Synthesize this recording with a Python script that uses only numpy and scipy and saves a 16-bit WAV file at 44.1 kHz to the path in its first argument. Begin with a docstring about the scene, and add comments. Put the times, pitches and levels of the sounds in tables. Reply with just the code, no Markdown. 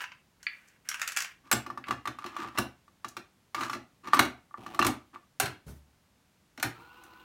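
"""A cassette is picked up, rattling in its shell, and slid into the open door of a tape deck on a wooden desk.
It knocks and scrapes in the holder, drops home, and the door is pushed shut.
The transport clunks, a key is pressed and the reel motor whirs up, in a small quiet room.
Blows set off ringing modes and noise bursts, friction is a stream of tiny slips, and the motor adds whining sines."""
import sys
import numpy as np
from scipy import signal
from scipy.fft import rfft, irfft
from scipy.io import wavfile
from scipy.ndimage import uniform_filter1d

SR = 44100
rng = np.random.default_rng(int(sys.argv[2]) if len(sys.argv) > 2 else 0)


def wav_out(sig):
    """Save sig, one row per channel (or a flat mono array), as 16-bit PCM at SR to the path in sys.argv[1]."""
    wavfile.write(sys.argv[1], SR, np.round(np.clip(np.atleast_2d(sig).T, -1, 1) * 32767).astype(np.int16))


N = 319284
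TIME = np.arange(N) / SR

# Levels in all tables are relative: each layer adds its own trim. Long decays may be shortened in ring().
# Ringing modes of the cassette holder: pitch_hz [Hz], level_db [dB], t60_s [s]
HOLDER_MODES = [(900, -17.5, 0.048), (1218, -16, 0.21), (1181, -2.5, 0.047), (1160, -13, 0.077),
                (1410, -19.5, 0.071), (1748, -18, 0.084), (1850, -22.5, 0.011)]
# Colour of hard plastic cracking: freq_hz [Hz], density_db [dB per Hz]
CRACK_COLOUR = [(250, -19), (550, -6.5), (850, -1), (1400, 6), (1900, 2.5), (2750, 0.5), (3400, -5),
                (4200, -1), (4850, -11.5), (5400, -6), (7000, -13.5), (11000, -29)]
# Colour of the bright tick from a sharp edge: freq_hz [Hz], density_db [dB per Hz]
EDGE_COLOUR = [(2000, -24), (5000, -3), (6800, -0.5), (9000, 0.5), (11000, -1.5), (14000, -2), (16000, -10)]
# Colour of the dull thud of the case: freq_hz [Hz], density_db [dB per Hz]
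THUD_COLOUR = [(20, -42.5), (45, -16.5), (72, -7), (120, 3), (160, -10), (250, 8), (360, 0), (470, -9.5),
               (750, 0.5), (1500, -25), (5000, -53)]
# Plastic sliding in the holder: start_s [s], length_s [s], level_db [dB]
SLIDES = [(1.44, 0.073, -56), (1.86, 0.062, -41), (2.19, 0.18, -46.5), (2.345, 0.15, -38),
          (2.52, 0.085, -46.5), (3.555, 0.14, -35), (3.689, 0.07, -45.5), (4.035, 0.11, -42.5),
          (4.129, 0.07, -28.5), (4.62, .18, -52.5), (5.131, 0.04, -51)]


def from_db(db):
    """Decibels to gain."""
    return 10 ** (np.asarray(db) / 20)


def rms_one(x):
    """Scale to unit power."""
    return x / np.sqrt(np.mean(x ** 2) + 1e-20)


def at_hz(points, hz):
    """Read a table on a log-frequency axis."""
    freqs, values = np.transpose(points)
    return np.interp(np.log(np.maximum(hz, 1)), np.log(freqs), values)


def filtered(x, order, edge_hz, kind):
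    """Causal Butterworth filter."""
    return signal.sosfilt(signal.butter(order, edge_hz, kind, fs=SR, output="sos"), x)


def coloured(x, spectrum):
    """Causal (minimum-phase) filter with this spectrum; white noise keeps its power."""
    size = 8192
    half = size // 2
    gain = rms_one(from_db(at_hz(spectrum, np.linspace(0, SR / 2, half + 1))))
    cepstrum = irfft(np.log(gain))
    # folding the cepstrum onto positive time gives the minimum phase
    fold = np.r_[1, np.full(half - 1, 2), 1, np.zeros(half - 1)]
    impulse_response = irfft(np.exp(rfft(cepstrum * fold)))
    return signal.oaconvolve(x, impulse_response)[:N]


def drift(per_s):
    """Smooth chance with spread 1."""
    knots = rng.standard_normal(4000)
    return rms_one(np.interp(TIME * per_s, np.arange(len(knots)), knots))


def strokes(rows):
    """Gain of separate strokes: each swells and fades, with its onset and end smoothed over about 9 ms."""
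    share = np.array([0, 0.4, 1])  # start, peak and end as shares of the length
    fade_db = np.array([10.5, 0, 10.5])  # the ends are this much weaker
    gain = 0
    for start, length, db in rows:
        gain = gain + from_db(np.interp(TIME, start + length * share, db - fade_db, left=-200, right=-200))
    return uniform_filter1d(gain, size=400)


def blows(times, db):
    """One impulse for each contact."""
    out = np.zeros(N)
    places = np.round(np.asarray(times) * SR).astype(int)
    out[np.clip(places, 0, N - 1)] = from_db(db)
    return out


def ring(clicks, hz, t60):
    """A unit click sets a sine of height about 1 ringing; damping limits how long a mode can last."""
    longest_s = max(60 / hz, .12)
    radius = from_db(-60 / (min(t60, longest_s) * SR))
    angle = 2 * np.pi * hz / SR
    return signal.lfilter([0, np.sin(angle)], [1, -2 * radius * np.cos(angle), radius * radius], clicks + 1e-18)


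def struck(times, db, modes):
    """Every blow shares itself differently among the modes; a band filter confines the sum to their range."""
    luck_db = rng.uniform(-2, 2, (len(times), len(modes)))
    rings = 0
    for k, (hz, level, t60) in enumerate(modes):
        rings = rings + ring(blows(times, db + level + luck_db[:, k]), hz, t60)
    pitches = np.array(modes)[:, 0]
    return filtered(rings, 2, [.8 * pitches.min(), 1.15 * pitches.max()], "band")


def clatter(times, db, spectrum, t60, rise_s):
    """Crowded modes: each blow starts a burst that builds up and dies, and favours resonances of its own."""
    size = 16384
    t, out = TIME[:size], np.zeros(N + size)
    shape = (1 - np.exp(-t / rise_s)) * from_db(-60 * t / t60)
    place = np.sqrt(np.linspace(0, 1, size // 2 + 1))  # favoured bands are wider in the treble
    for s, level in zip(times, db):
        favour_db = 3.8 * np.clip(rng.standard_normal(170), -2, 1.2)
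        peaks = from_db(np.interp(place, np.linspace(0, 1, len(favour_db)), favour_db))
        burst = rms_one(irfft(rfft(rng.standard_normal(size)) * peaks))
        start = max(round(s * SR), 0)
        out[start:start + size] += from_db(level) * shape * burst
    return coloured(out[:N], spectrum)


def friction(spectrum, slips_per_s, spread_db):
    """Tiny slips of uneven size, coloured by the part that they shake."""
    slips = (rng.random(N) < slips_per_s / SR) * rng.choice([-1, 1], N)
    sizes = from_db(spread_db * np.clip(rng.standard_normal(N), -2, 2))
    return coloured(rms_one(slips * sizes), spectrum)


def room(x, wet_db, first_echo_s):
    """Direct sound plus dense reflections, each band with its own decay; the echoes fade in around first_echo_s."""
    # Room decay: freq_hz [Hz], t60_s [s]
    decay_times = [(100, 0.11), (300, 0.071), (1000, 0.27), (2500, 0.3), (6000, 0.21), (14000, 0.18)]
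    t = TIME[:SR * 2 // 3]
    edges = np.geomspace(40, 18000, 13)
    tail = 0
    for low, high in zip(edges, edges[1:]):
        band = filtered(rng.standard_normal(len(t)), 2, [low, high], "band")
        tail = tail + band * from_db(-60 * t / at_hz(decay_times, np.sqrt(low * high)))
    tail = tail * np.clip(t / first_echo_s - .5, 0, 1)
    tail = tail / np.sqrt(np.sum(tail ** 2))
    return x + from_db(wet_db) * signal.oaconvolve(x, tail)[:N]


def knocking():
    """The cassette knocks and slides in the hollow door, which rings with a woody, mostly direct note."""
    # Glancing knocks; a soft fingertip mostly makes the holder ring, a hard corner also cracks, a heavy push
    # shakes the case: start_s [s], strength_db [dB], hardness_db [dB], weight_db [dB]
    knocks = [(1.6633, -30, 0, 3.5), (1.7009, -28, -5, 1), (1.7744, -29, -3.5, 1), (1.8831, -28.5, 2.5, 8),
              (1.9077, -19, 0.5, 1.5), (1.9243, -30, 0, -8.5), (2.0546, -26.5, 0.5, -7),
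              (2.0733, -23.5, 4, 2), (2.1863, -30.5, -1.5, -10), (2.2415, -31.5, 0, 6),
              (2.2612, -37, 12, 1), (2.365, -25.5, 0, -13), (2.4459, -30.5, -8, 7), (2.879, -51.5, 1.5, 2),
              (3.045, -27.5, 2, -2.5), (3.1668, -34.5, 13, 8.5), (3.5456, -24, 6.5, -5.5),
              (3.6083, -24.5, 4, -3), (3.633, -29, 7.5, 0), (3.6965, -24, 1.5, -3), (3.731, -26.5, 6, -1),
              (3.7487, -36, 7, 14), (4.0718, -32.5, 4, 3.5), (4.133, -9.5, -2, -13), (4.51, -47, -20, -4),
              (4.5415, -31.5, -28, -17.5), (4.5736, -44, -1.5, 16.5), (4.6631, -31.5, -0.5, 3.5),
              (4.7453, -36, 10, 10), (4.7911, -13, 1.5, 3.5), (4.8246, -15, 1.5, -5),
              (5.1585, -35.5, -24, -5)]
    # The door drags on its damper as it swings shut: start_s [s], length_s [s], level_db [dB]
    door_swing = [(4.575, 0.3, -49)]
    # Colour of the dragging door: freq_hz [Hz], density_db [dB per Hz]
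    door_colour = [(60, -7.5), (130, -8), (320, 3), (500, -13), (800, 2), (1500, -18), (2800, -12.5),
                   (5000, -26), (14000, -33)]
    s, db, hard_db, weight_db = np.transpose(knocks)
    holder = struck(s + 0.00047, db, HOLDER_MODES)
    crack = clatter(s, db + hard_db - 7, CRACK_COLOUR, t60=0.039, rise_s=0.0018)
    ticks = clatter(s, db + hard_db - 24, EDGE_COLOUR, t60=0.037, rise_s=0.00054)
    case = chassis(s, db + weight_db - 16, db + weight_db - 21, lowest_hz=100)
    door = strokes(door_swing) * friction(door_colour, slips_per_s=220, spread_db=2.5)
    plastic = room(crack + ticks + sliding() + door, wet_db=-7.5, first_echo_s=0.0041)
    return plastic + room(holder, wet_db=-13, first_echo_s=0.0043) + case


def sliding():
    """Stick and slip: uneven little jerks hiss on the plastic and keep the holder's note ringing."""
    # Colour of plastic scraping: freq_hz [Hz], density_db [dB per Hz]
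    slide_colour = [(150, -15.5), (330, 5.5), (500, -28.5), (900, -6), (1180, -1.5), (1500, -8),
                    (2200, -12), (4200, -21.5), (7000, -29), (15000, -39)]
    jerks = (rng.random(N) < 500 / SR) * rng.standard_normal(N)
    note = rms_one(sum(from_db(db) * ring(jerks, hz, t60) for hz, db, t60 in HOLDER_MODES))
    hiss = friction(slide_colour, slips_per_s=900, spread_db=4)
    # the slide catches and lets go in uneven scuffs
    scuffs = from_db(4 * np.clip(drift(per_s=70), -2, 1))
    return strokes(SLIDES) * scuffs * (from_db(-4.5) * note + from_db(-4) * hiss) + grit()


def grit():
    """Edges catch at chance moments of each slide and give tiny knocks, as strong as the push behind them."""
    catches_per_s, spread_db = 70, 2
    s = np.concatenate([start + length * rng.random(round(catches_per_s * length)) for start, length, _ in SLIDES])
    push = strokes(SLIDES)[(s * SR).astype(int)]
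    db = 20 * np.log10(push + 1e-9) + spread_db * rng.uniform(-1, 1, len(s))
    return clatter(s, db, CRACK_COLOUR, t60=0.018, rise_s=.0004)


def slamming():
    """Cassette and door hit their stops with a crack that shakes the case; the leaf spring and the catch twang."""
    # Slams against a stop: start_s [s], strength_db [dB], chassis_weight_db [dB], edge_sharpness_db [dB]
    slams = [(1.5138, -18, -26.5, 0.5), (1.5257, -20, -8.5, -0.5), (2.5748, -26.5, -8, -14),
             (2.5844, -20, -8.5, -4), (4.1425, -26, -21.5, -2.5), (4.1921, -10.5, -13.5, -9),
             (4.227, -33.5, -5.5, -3.5), (4.2507, -31.5, -8.5, -8), (4.8469, -21, -4, -9.5),
             (4.8657, -20.5, -10, 0.5)]
    # The cassette flicks the holder's leaf spring: start_s [s], strength_db [dB]
    spring_flick = [(1.529, -16)]
    # Modes of the leaf spring: pitch_hz [Hz], level_db [dB], t60_s [s]
    spring_modes = [(7610, -2.5, 0.052), (5000, -10.5, 0.027)]
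    # The door's catch rides over its hook: start_s [s], strength_db [dB]
    catch_twangs = [(4.816, -24), (4.824, -26.5)]
    # Modes of the catch: pitch_hz [Hz], level_db [dB], t60_s [s]
    catch_modes = [(2720, 4, 0.025), (4200, -5.5, 0.031), (1900, -5.5, 0.0428)]
    s, db, weight_db, sharp_db = np.transpose(slams)
    holder = struck(s + 0.00046, db - 1.5, HOLDER_MODES)
    crack = clatter(s, db + 3.5, CRACK_COLOUR, t60=0.035, rise_s=0.0016)
    ticks = clatter(s, db + sharp_db - 3.0, EDGE_COLOUR, t60=0.041, rise_s=0.00036)
    leaf_spring = struck(*np.transpose(spring_flick), spring_modes)
    catch = struck(*np.transpose(catch_twangs), catch_modes)
    case = chassis(s, db + weight_db - 0.5, db + weight_db - 1.5, lowest_hz=66)
    hard = room(crack + ticks, wet_db=-7.5, first_echo_s=0.0038)
    ringing = room(holder + leaf_spring + catch, wet_db=-11.5, first_echo_s=0.0068)
    return hard + ringing + case


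def chassis(s, boom_db, thud_db, lowest_hz):
    """The heavy case and the desk under it answer late and ring low; a high-pass thins the deepest modes."""
    # Modes of case and desk: pitch_hz [Hz], level_db [dB], t60_s [s]
    chassis_modes = [(72.5, -13, 0.41), (126, -9, 0.3), (224, -12, .16), (251, -9, 0.062),
                     (307, -9.5, 0.19), (345.6, -3.5, 0.45), (723, -14, 0.11), (775, -18, .35),
                     (910, -11.5, 0.088)]
    boom = struck(s + 0.0087, boom_db, chassis_modes)
    thud = clatter(s + .003, thud_db, THUD_COLOUR, t60=0.29, rise_s=0.003)
    return filtered(boom + thud, 2, lowest_hz, "high")


def cassette_in_hand():
    """Hubs rattle and rebound in the thin shell while fingers shift on it."""
    # Loose hubs rattle: start_s [s], strength_db [dB], edge_sharpness_db [dB]
    rattles = [(0.429, -44.5, 5), (0.8886, -27.5, 8.5), (0.9138, -27, -13), (0.9428, -27, -5),
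               (0.9963, -33.5, -2.5), (1.0164, -20, -3.5), (1.0761, -25.5, 5), (1.1201, -36, 8.5),
               (1.1642, -23.5, -1), (1.1712, -20, 3), (1.1882, -29.5, 2), (1.2045, -26, 2),
               (1.2216, -28, 3), (1.2463, -27, -9)]
    # Colour of the thin shell: freq_hz [Hz], density_db [dB per Hz]
    shell_colour = [(300, -26.5), (800, -9.5), (1550, 9.5), (2000, 1.5), (2600, 5.5), (3600, -9),
                    (6500, -10), (10000, -36.5)]
    # Colour of the shell's edges: freq_hz [Hz], density_db [dB per Hz]
    shell_edge_colour = [(1500, -20.5), (4000, -2.5), (6700, 4), (8500, -2.5), (12000, -6), (16000, -13)]
    # The cassette lifts off the desk: start_s [s], strength_db [dB]
    lift_contacts = [(0.005, -35.5), (0.040, -35.5), (0.118, -45)]
    # Modes heard at the lift: pitch_hz [Hz], level_db [dB], t60_s [s]
    lift_modes = [(1007, -2, .045), (1575, -2, .045), (2850, -7, .04)]
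    # A hub clacks against its stop: start_s [s], strength_db [dB]
    hub_clacks = [(0.467, -21.5), (1.84, -33.5)]
    # Colour of the hub: freq_hz [Hz], density_db [dB per Hz]
    hub_colour = [(1000, -30.5), (1350, 0.5), (1700, 5.5), (2050, 4), (2300, 7), (2650, 6.5), (3000, -1.5),
                  (3950, -16), (4550, -1.5), (5200, -28), (9000, -40.5)]
    # Fingers rub on the shell: start_s [s], length_s [s], level_db [dB]
    rubs = [(0.0, 0.045, -36), (0.4, 0.37, -57.5), (0.85, .48, -45.5), (1.075, 0.032, -40)]
    # Colour of the rubbing: freq_hz [Hz], density_db [dB per Hz]
    rub_colour = [(300, -16), (1000, -6), (1600, 7.5), (2700, 0.5), (4000, -13.5), (7000, -14.5),
                  (15000, -19)]
    # The shell brushes against fingers and door: start_s [s], length_s [s], level_db [dB]
    brushes = [(0.675, 0.025, -62.5), (3.083, .012, -42.5), (3.58, 0.11, -51), (3.7, 0.064, -52)]

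    first = np.array(rattles)
    rebound = first + [.0115, -11, 0]  # each hub rebounds once: later (s), weaker (dB), as sharp
    s, db, sharp_db = np.vstack([first, rebound]).T
    shell = clatter(s, db - 2.5, shell_colour, t60=0.036, rise_s=0.0004)
    ticks = clatter(s, db + sharp_db - 6, shell_edge_colour, t60=0.028, rise_s=.0001)
    snap = coloured(blows(s, db + 2), shell_edge_colour)
    lift_s, lift_db = np.transpose(lift_contacts)
    lift = struck(lift_s, lift_db, lift_modes)
    lift = lift + clatter(lift_s, lift_db + 1.5, shell_colour, t60=0.054, rise_s=.0003)
    hub = clatter(*np.transpose(hub_clacks), hub_colour, t60=0.025, rise_s=0.00018)
    rub = from_db(-3.0) * strokes(rubs) * friction(rub_colour, slips_per_s=2500, spread_db=3.5)
    brush = strokes(brushes) * friction(shell_edge_colour, slips_per_s=4500, spread_db=12)
    return room(shell + ticks + snap + lift + hub + rub + brush, wet_db=-7.5, first_echo_s=0.0029)


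def transport():
    """Metal levers snap over and shake the case, the key clicks; soft bumps of the mechanism reach the desk."""
    # Levers snap over; the faint row at 5.68 s is the knocky body of a soft bump:
    # start_s [s], strength_db [dB], metal_ring_db [dB], edge_sharpness_db [dB]
    metal_knocks = [(5.399, -24.5, 9.5, 4), (5.427, -32.5, 5, -8), (5.456, -33.5, -11, -3.5),
                    (5.68, -64, 16, -4), (6.627, -26.5, 3, 2), (7.037, -61, 9, 8)]
    # Modes of the levers: pitch_hz [Hz], level_db [dB], t60_s [s]
    lever_modes = [(766, 4.5, 0.04), (1230, -15.5, 0.022), (1310, -19, 0.05), (1430, 4.5, 0.038),
                   (2152, -3, .035), (2636, 0, 0.043)]
    # Colour of the levers' thud: freq_hz [Hz], density_db [dB per Hz]
    lever_thud_colour = [(20, -36), (45, -16), (80, -2.5), (125, 5.5), (200, -7), (300, 0), (380, -1),
                         (480, -11), (750, -7), (1500, -25), (5000, -44.5)]
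    # The key goes down in two clicks, the first against the case:
    # start_s [s], strength_db [dB], chassis_weight_db [dB]
    key_clicks = [(6.5762, -42.5, -1.5), (6.598, -36, -16)]
    # Soft bumps of the mechanism: start_s [s], strength_db [dB]
    soft_bumps = [(5.662, -29), (5.681, -28.5), (5.747, -40), (6.783, -42)]
    # Colour of the bumps: freq_hz [Hz], density_db [dB per Hz]
    bump_colour = [(35, -19), (65, -12.5), (130, 0.5), (250, -9), (450, -17.5), (750, -20.5), (1500, -28),
                   (3000, -33), (7000, -32), (14000, -34.5)]
    # Modes of the desk: pitch_hz [Hz], level_db [dB], t60_s [s]
    desk_modes = [(71, -0.24, 0.52), (134.3, -1.33, 0.16)]

    s, db, ring_db, sharp_db = np.transpose(metal_knocks)
    metal = struck(s + 0.00204, db + ring_db - 9.5, lever_modes)
    clack = clatter(s, db + 3.5, CRACK_COLOUR, t60=0.093, rise_s=0.0023)
    ticks = clatter(s, db + sharp_db + 0.5, EDGE_COLOUR, t60=0.041, rise_s=0.00038)
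    thud = clatter(s + 0.0049, db - 4.0, lever_thud_colour, t60=0.28, rise_s=0.011)
    key_s, key_db, weight_db = np.transpose(key_clicks)
    key = clatter(key_s, key_db, CRACK_COLOUR, t60=0.064, rise_s=0.00054)
    key = key + clatter(key_s, key_db - 7.5, EDGE_COLOUR, t60=0.023, rise_s=.0003)
    key_thud = clatter(key_s + .003, key_db + weight_db, THUD_COLOUR, t60=0.16, rise_s=.003)
    bump_s, bump_db = np.transpose(soft_bumps)
    bumps = clatter(bump_s, bump_db - 12.0, bump_colour, t60=0.24, rise_s=0.014)
    desk = struck(bump_s, bump_db - 13.5, desk_modes)
    bright = room(metal + clack + ticks + key, wet_db=-9.0, first_echo_s=0.0092)
    return bright + key_thud + thud + bumps + desk


def reel_motor():
    """A wavering gear whine rises with the speed; teeth rattle, and the whir flutters once a turn."""
    # Partials of the drive: multiple [of the gear whine's pitch], level_db [dB]
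    whine_partials = [(0.333, -12), (.68, -4), (1.002, 0.5), (1.78, -17), (1.9, -13)]
    # Colour of the whir: freq_hz [Hz], density_db [dB per Hz]
    whir_colour = [(35, -52), (60, -2), (133, -17), (164, -43), (193, -18), (338, 2), (682, -52),
                   (767, -3.5), (1280, -3), (1440, -8), (1660, -17), (2650, -11), (7230, -32), (10500, -34),
                   (16000, -24)]
    # Gear teeth rattle in the drive: pitch_hz [Hz], level_db [dB], t60_s [s]
    gear_modes = [(797, -1, 0.046), (1106, -5, 0.019), (1430, 4, 0.033), (2760, -16, 0.013),
                  (4100, -1, 0.016)]
    # speed as the pitch of the gear whine: it spins up, overshoots a little and settles
    motor_start_s, settle_s, hunt_period_s = 6.72, .137, .84
    start_hz, run_hz, gear_teeth = 1275, 1470, 20
    t = np.maximum(TIME - motor_start_s, 0)
    hz = run_hz - (run_hz - start_hz) * np.exp(-t / settle_s) * np.cos(2 * np.pi * t / hunt_period_s)
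    wavering_hz = hz * (1 + .01 * drift(per_s=110))
    phase = 2 * np.pi * np.cumsum(wavering_hz) / SR
    whine = 0
    for multiple, db in whine_partials:
        whine = whine + from_db(db + 3.8 * drift(per_s=56)) * np.sin(multiple * phase)
    flutter = from_db(1.5 * drift(per_s=160) + 2 * np.sin(phase / gear_teeth))
    knocks = (rng.random(N) < 220 / SR) * rng.standard_normal(N)
    rattle = rms_one(sum(from_db(db) * ring(knocks, mode_hz, t60) for mode_hz, db, t60 in gear_modes))
    whir = from_db(-59) * friction(whir_colour, slips_per_s=4100, spread_db=1.0) + from_db(-65.5) * rattle
    whine_rise, whir_rise = np.clip(t / 0.066, 0, 1), np.clip(t / 0.028, 0, 1)
    return from_db(-58.5) * whine_rise * whine + whir_rise * flutter * whir


def room_air():
    """The hush of the still room: steady coloured noise."""
    # Colour of the hush: freq_hz [Hz], density_db [dB per Hz]
    air_colour = [(15, -51), (25, -6), (145, -7.5), (185, -6.5), (249, -10), (427, -17.5), (476, -17),
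                  (714, -19), (863, -18.5), (6740, -28.5), (16000, -35.5)]
    return from_db(-67.5) * coloured(rng.standard_normal(N), air_colour)


def scene():
    """All the sources over the hush of the room."""
    return (knocking() + slamming() + cassette_in_hand() + transport() + reel_motor() + room_air())[None]


def record(dry):
    """The small microphone loses the deep bass; the top is cut steeply above 16 kHz."""
    thin = filtered(dry, 2, 48, "high")
    return signal.sosfilt(signal.ellip(10, .2, 75, 16000, fs=SR, output="sos"), thin)


dry = scene()
out = record(dry)
wav_out(out)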